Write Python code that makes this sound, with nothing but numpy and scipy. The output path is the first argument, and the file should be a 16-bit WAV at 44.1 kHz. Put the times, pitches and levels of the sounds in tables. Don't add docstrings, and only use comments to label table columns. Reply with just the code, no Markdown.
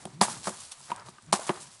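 import sys
import numpy as np
from scipy import signal
from scipy.fft import rfft, irfft, next_fast_len
from scipy.io import wavfile
from scipy.ndimage import uniform_filter1d

SR = 44100
rng = np.random.default_rng(int(sys.argv[2]) if len(sys.argv) > 2 else 0)


def gain_from_decibels(decibels):
    exponent = np.asarray(decibels, float) / 20
    return 10 ** exponent


def to_wav(s):
    ch = np.atleast_2d(s).T
    pcm = np.round(np.clip(ch, -1, 1) * 32767)
    wavfile.write(sys.argv[1], SR, pcm.astype(np.int16))


N = 79380
t = np.arange(N) / SR

# (time [s], level [dB],
# ring pitch [Hz], ring t60 [s], thump level [dB])
KNOCKS = [(.054, -24.5, 756, 0.015, -6), (0.0723, -35, 715, 0.02, -1.5), (0.2126, -9.5, 990, 0.025, -3.5),
          (0.2174, -17.5, 713, 0.074, -8.5), (0.2141, -14, 727, 0.043, -20), (0.2166, -16, 910, .015, -12),
          (.2222, -17.5, 800, 0.025, -25), (.228, -24.5, 1164, 0.041, -18), (.246, -27, 890, 0.03, -7),
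          (.283, -20, 875, 0.014, -16), (1.3282, -6.5, 907, 0.018, -18.5),
          (1.3328, -18.5, 727, 0.045, -0.5), (1.3355, -18.5, 1166, .03, -16), (1.339, -18, 1026, 0.02, -14),
          (1.353, -32, 790, 0.026, -16), (1.362, -28, 780, 0.021, -20), (1.394, -25.5, 640, 0.021, -27)]
# (landing time [s], level [dB], duration [s], first pitch [Hz], last pitch [Hz])
SWINGS = [
    (0.213, -39, 0.1013, 109.7, 196.3),
    (1.327, -44.5, 0.077, 124.2, 191),
]
# (frequency [Hz], level [dB])
BLADES = [(300, -41), (1500, -13), (3000, 1), (5000, 3.5), (6500, 5), (8500, 5.5), (11000, 4.5), (12000, 0)]


def unit(x):
    return x / np.sqrt(np.mean(x ** 2))


def colour(x, points):
    p = np.array(points, float)
    n = next_fast_len(N)
    f = np.maximum(np.arange(n // 2 + 1) * SR / n, 1)
    gain = gain_from_decibels(np.interp(np.log(f), np.log(p[:, 0]), p[:, 1]))
    return irfft(rfft(x, n) * gain, n)[:N]


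def band(x, hz, width):
    return signal.lfilter(*signal.iirpeak(hz, hz / width, fs=SR), x)


def walk(rate):
    hold = int(SR / rate)
    levels = np.repeat(rng.standard_normal(N // hold + 1), hold)
    return 1.225 * uniform_filter1d(uniform_filter1d(levels, hold), hold)[:N]


def decay(s, t60):
    return np.exp(-np.log(1000) * s / t60)


def ring(at, hz, t60, rise=2.85):
    s = np.maximum(t - at, 0)
    return -decay(s, t60) * np.sin(2 * np.pi * hz * s) * (1 - np.exp(-s * hz * rise))


def knocks():
    # (time [s], level [dB], ring pitch [Hz], ring t60 [s], thump level [dB])
    steps = [(0.4722, -16, 960, 0.0072, -12), (.478, -23.5, 1232, 0.021, -7),
             (0.4824, -22, 597, 0.017, -10.5), (.4935, -28, 1090, 0.018, -22),
             (0.501, -30, 526, 0.019, -1.5), (0.806, -43.5, 950, 0.026, -12), (0.8991, -31, 950, 0.02, -24),
             (.9045, -33, 760, 0.011, -28), (.9173, -21.5, 965, .035, -14.5), (.9183, -21, 955, 0.031, -38),
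             (.929, -35, 1010, 0.027, -28), (.971, -41, 1053, 0.032, -18), (0.991, -43, 905, .05, -27),
             (1.0855, -35, 930, 0.027, -1.5), (1.184, -40, 1220, 0.026, -14),
             (1.289, -47, 1100, 0.012, -13), (.953, -42, 646, 0.0066, -19), (1.484, -43, 880, 0.023, -27),
             (1.4929, -18, 990, 0.022, -18), (1.4947, -15, 747, 0.014, -4), (1.5012, -18.5, 612, 0.015, -7),
             (1.4937, -19.5, 354, 0.083, -26), (1.509, -23, 970, 0.0067, -14)]
    # (frequency ratio to ring [1], level [dB], t60 ratio to ring [1])
    turf = [(1.229, -8.5, 1.02), (0.767, -8.5, 0.82), (1.71, -17, 0.38), (2.436, -16, 0.63)]
    thump_hz, thump_t60_s = 204, 0.05
    sod_hz, sod_t60_s, sod_db = 369, 0.062, -5
    impacts = [*KNOCKS, *steps]
    chance = rng.standard_normal((len(impacts), 12))
    out = 0
    for (at, db, hz, t60, thump_db), c in zip(impacts, chance):
        thump = ring(at, thump_hz * (1 + 0.039 * c[0]), thump_t60_s)
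        sod = gain_from_decibels(sod_db + 1.7 * c[5]) * ring(at, sod_hz * (1 + 0.025 * c[11]), sod_t60_s)
        x = ring(at, hz, t60) + gain_from_decibels(thump_db) * (thump + sod)
        if hz > 500:
            for k, (ratio, mode_db, t60_ratio) in enumerate(turf):
                mode_hz = hz * ratio * (1 + 0.045 * c[k + 6])
                x = x + gain_from_decibels(mode_db + 2.2 * c[k + 1]) * ring(at, mode_hz, t60 * t60_ratio)
        out = out + gain_from_decibels(db) * x
    return out


def cracks():
    # (time [s], level [dB], width [ms])
    pulses = [
        (.0540, -26.5, 0.12),
        (0.2133, -7, 0.067),
        (.2170, -12, 0.27),
        (.4725, -23.5, 0.21),
        (0.9048, -27, 0.16),
        (0.9179, -23, 0.093),
        (1.328, -16.5, 0.049),
        (1.3382, -22, 0.16),
        (1.4935, -13.5, .09),
    ]
    out = 0
    for at, db, width_ms in pulses:
        u = (t - at) * 1000 / width_ms
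        out = out - gain_from_decibels(db) * (1 - 0.61 * u ** 2) * np.exp(-u ** 2 / 2)
    return out


def grains(points, rate, grain_db=2.5, bed=0.72):
    patchy_db = 2.5
    struck = rng.random(N) < rate / SR
    uneven = gain_from_decibels(grain_db * np.minimum(rng.exponential(size=N), 4))
    clicks = struck * rng.standard_normal(N) * uneven
    x = unit(colour(unit(clicks) + bed * rng.standard_normal(N), points))
    out = 0
    for hz in 50 * 2 ** np.arange(0, 8., 1):
        out = out + band(x, hz * 1.3, hz) * gain_from_decibels(patchy_db * walk(60.09))
    return unit(out)


def grass():
    # (time [s], level [dB], attack [s], t60 [s], soil share [dB])
    rustles = [(0, -54.5, 0.0087, 0.58, -1), (0.2084, -38, 0.0026, 0.017, 0),
               (0.2116, -20.5, 0.00094, 0.17, -3), (0.219, -26, 0.0026, 0.097, -6),
               (0.23, -28.5, 0.0022, 0.13, -14), (.243, -41, 0.0027, 0.039, -10),
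               (.36, -48.5, 0.11, 0.68, -15), (0.262, -38, 0.049, 0.41, -5.5),
               (.430, -44, 0.0023, 0.11, -16), (0.44, -39.5, 0.0021, 0.12, -9),
               (.452, -40, 0.0054, 0.29, 1), (0.4696, -32.5, 0.0031, 0.06, -3.5),
               (0.477, -38.5, .003, 0.04, 4), (.489, -35.5, .004, 0.033, -8), (.498, -47, 0.0092, 0.42, -1),
               (0.487, -53, 0.0051, 0.086, 2), (.52, -46, 0.079, 1.18, -12.5),
               (0.714, -36, 0.0069, 0.056, -20), (.74, -51.5, 0.17, 0.15, -13.5),
               (0.88, -62.5, .006, 0.17, 12), (0.901, -59.5, 0.009, 0.29, 17.5),
               (0.959, -67, 0.034, 0.47, 16.5), (1.057, -51.5, 0.014, 0.12, 0),
               (1.086, -48, 0.005, 0.076, -8), (1.3246, -25.5, 0.0018, 0.044, -10),
               (1.3278, -21.5, 0.0017, 0.097, -12), (1.3372, -27, 0.0013, 0.036, 0),
               (1.347, -31.5, .002, 0.11, -4), (1.356, -34.5, 0.004, 0.12, -6),
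               (1.384, -42, 0.026, 0.68, -3.5), (1.4659, -35.5, 0.0018, 0.12, -4),
               (1.474, -38, 0.0088, 0.054, 4), (1.49, -36.5, .003, 0.035, -18),
               (1.493, -46, 0.0035, 0.071, 21), (1.505, -50, .01, 0.37, 1),
               (1.529, -50.5, 0.032, 0.43, 3.5), (1.597, -45, 0.017, 0.37, -22),
               (1.70, -52.5, 0.047, 0.36, -29)]
    # (frequency [Hz], level [dB])
    soil = [(60, -15), (180, -8), (290, -15), (400, -10), (900, -2), (1500, -5), (2500, -15), (6000, -28)]
    blade_power, soil_power = 0, 0
    for at, db, attack, t60, soil_db in rustles:
        rise = np.clip((t - at) / attack, 0, 1) ** 0.44
        env = gain_from_decibels(db) * rise * decay(np.maximum(t - at - attack, 0), t60)
        blade_power = blade_power + env ** 2
        soil_power = soil_power + (env * gain_from_decibels(soil_db)) ** 2
    hiss = np.sqrt(blade_power) * grains(BLADES, 5000)
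    crunch = np.sqrt(soil_power) * grains(soil, 1600, grain_db=1.54)
    return hiss + crunch


def ticks():
    # (time [s], level [dB], pitch [Hz])
    snaps = [(0.0537, -29, 9500), (0.0555, -34, 3200), (.072, -46.5, 7940), (.069, -48, 8800),
             (.104, -49, 5950), (0.2135, -13, 4900), (0.216, -24, 3660), (0.4423, -30.5, 4360),
             (0.604, -41, 8000), (.618, -43, 3500), (0.652, -42, 5900), (.721, -39, 4300),
             (0.813, -39, 7600), (0.9036, -36, 3940), (.9172, -36, 3930), (0.917, -39, 8000),
             (0.9617, -38.5, 8800), (0.962, -38.5, 4560), (.979, -46, 7360), (.998, -38, 5100),
             (1.063, -40.5, 4240), (1.086, -37, 4000), (1.2237, -46, 8200), (1.264, -46, 7200),
             (1.314, -50, 9100), (1.3285, -14, 3950), (1.4927, -33, 3030), (1.622, -42.5, 7260),
             (1.7166, -43.5, 4460)]
    t60_s = 0.0055
    noise = unit(colour(rng.standard_normal(N), BLADES))
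    out = 0
    for at, db, hz in snaps:
        burst = noise * (t >= at) * decay(np.maximum(t - at, 0), t60_s)
        out = out + gain_from_decibels(db) * (ring(at, hz, t60_s) + 0.55 * burst)
    return out


def hum():
    out = 0
    for end, db, long, first_hz, last_hz in SWINGS:
        u = np.clip(1 - (end - t) / long, 0, 1)
        hz = (first_hz + (last_hz - first_hz) * u) * (1 + 0.035 * walk(44.0))
        phase = 2 * np.pi * np.cumsum(hz) / SR
        swell = gain_from_decibels(db - 12.6 * (1 - u) + 3.5 * walk(46.0)) * np.minimum(u * 6, 1)
        env = swell * np.exp(-np.maximum(t - end, 0) / 0.0044)
        out = out + env * (np.sin(phase) + gain_from_decibels(-19) * np.sin(2 * phase))
    return out


def trunk_echo(hits):
    t60_s, build_up_s = 0.4, 0.039
    s = t[:SR // 2]
    tail = rng.standard_normal(len(s)) * decay(s, t60_s) * np.clip(s / build_up_s, 0, 1) ** 2
    tail = tail / np.sqrt(np.sum(tail ** 2))
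    return gain_from_decibels(-18.5) * band(signal.fftconvolve(hits, tail)[:N], 950, 1800)


def buffets():
    # (time [s], level [dB], pitch [Hz], length [s])
    eddies = [(0.083, -50, 123.9, .03), (0.32, -55, 150, 0.032), (.385, -56, 103.5, 0.022),
              (.52, -57.5, 100, 0.021), (0.62, -60, 105, 0.027), (0.683, -64, 80, .035),
              (0.804, -59, 141.5, 0.021), (.845, -60, 128.3, 0.022), (0.984, -57, 111.8, .035),
              (1.068, -52, 137, 0.022), (1.245, -58, 125, .03), (1.667, -55, 141.5, 0.029),
              (1.75, -63.5, 110, 0.033)]
    waver = np.cumsum(1 + 0.082 * walk(29.9)) / SR
    out = 0
    for at, db, hz, long in eddies:
        out = out + gain_from_decibels(db) * np.exp(-((t - at) / long) ** 2) * np.sin(2 * np.pi * hz * waver)
    return out


def air():
    # (frequency [Hz], level [dB])
    leaf_spectrum = [(15, -48), (25, 2), (141, -18), (433, -9), (979, 1.5), (2000, -6.5), (6440, -8),
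                     (8100, -6.5), (11000, -12), (14300, -49), (22000, -120)]
    # (time [s], level [dB])
    gusts = np.array([(0, -56.5), (.085, -48), (0.129, -54), (.36, -47), (.44, -50), (.6, -63.5),
                      (.75, -78), (.82, -60.5), (.97, -60), (1.03, -63), (1.07, -51.5), (1.18, -65.5),
                      (1.3, -51), (1.43, -62), (1.57, -54), (1.635, -57), (1.674, -59), (1.75, -70)])
    wind_hz, width_hz = 146, 87
    gust = band(band(rng.standard_normal(N), wind_hz, width_hz), wind_hz, 3.8 * width_hz)
    rumble = band(rng.standard_normal(N), 82, 69)
    leaves = gain_from_decibels(-54.5 - 5.0 + 0.98 * walk(5.4)) * grains(leaf_spectrum, 3000, grain_db=1.5, bed=2.8)
    wind = unit(gust) * gain_from_decibels(2.1 * walk(17.92)) + unit(rumble) * gain_from_decibels(-12.0 + 2.8 * walk(12.5))
    strength = gain_from_decibels(np.interp(t, gusts[:, 0], gusts[:, 1]) - 3.0)
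    return leaves + buffets() + wind * strength


def stereo_difference(hits, mid):
    # (centre [Hz], width [Hz], level [dB], switch-on threshold [1])
    side_bands = [(2380, 450, -12, 0.1), (3850, 710, -14, 1.02), (4600, 700, -15, 0.67),
                  (7600, 1100, -15, -0.7), (9400, 800, -17, -.1)]
    slap_s = 0.025
    slaps = [np.exp(-((t - row[0] - slap_s) / slap_s) ** 4) for row in SWINGS]
    low_mids = band(band(hits, 950, 900), 950, 900)
    side = gain_from_decibels(-14) * slaps[0] * np.roll(low_mids, 20)
    for hz, width, db, threshold in side_bands:
        edge = signal.butter(4, [hz - width / 2, hz + width / 2], "band", fs=SR, output="sos")
        on = uniform_filter1d(1. * (walk(14) > threshold), 400)
        side = side + gain_from_decibels(db) * on * (1 - sum(slaps)) * np.roll(signal.sosfilt(edge, mid), 30)
    return side


def scene():
    hits = knocks()
    near = hits + cracks() + ticks() + grass() + hum() + trunk_echo(hits)
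    low_cut = signal.butter(3, 141, "high", fs=SR, output="sos")
    mid = signal.sosfilt(low_cut, near) + air()
    side = stereo_difference(hits, mid)
    return np.array([mid + side, mid - side])


def roll_off(x):
    return signal.sosfilt(signal.butter(12, 12140, fs=SR, output="sos"), x)


def record(dry):
    hush_s, lead_s, hush_db = 0.0041, 0.0072, -32
    treble = signal.sosfiltfilt(signal.butter(3, 1800, "high", fs=SR, output="sos"), dry)
    hush = sum(np.exp(-((t - row[0] + lead_s) / (hush_s / 2)) ** 4) for row in [*SWINGS, KNOCKS[0]])
    x = dry - treble * hush * (1 - gain_from_decibels(hush_db))
    top_cut = signal.ellip(12, .3, 53, 11060, fs=SR, output="sos")
    mix = signal.sosfilt(top_cut, x)
    return roll_off(mix)


dry = scene()
out = record(dry)
to_wav(out)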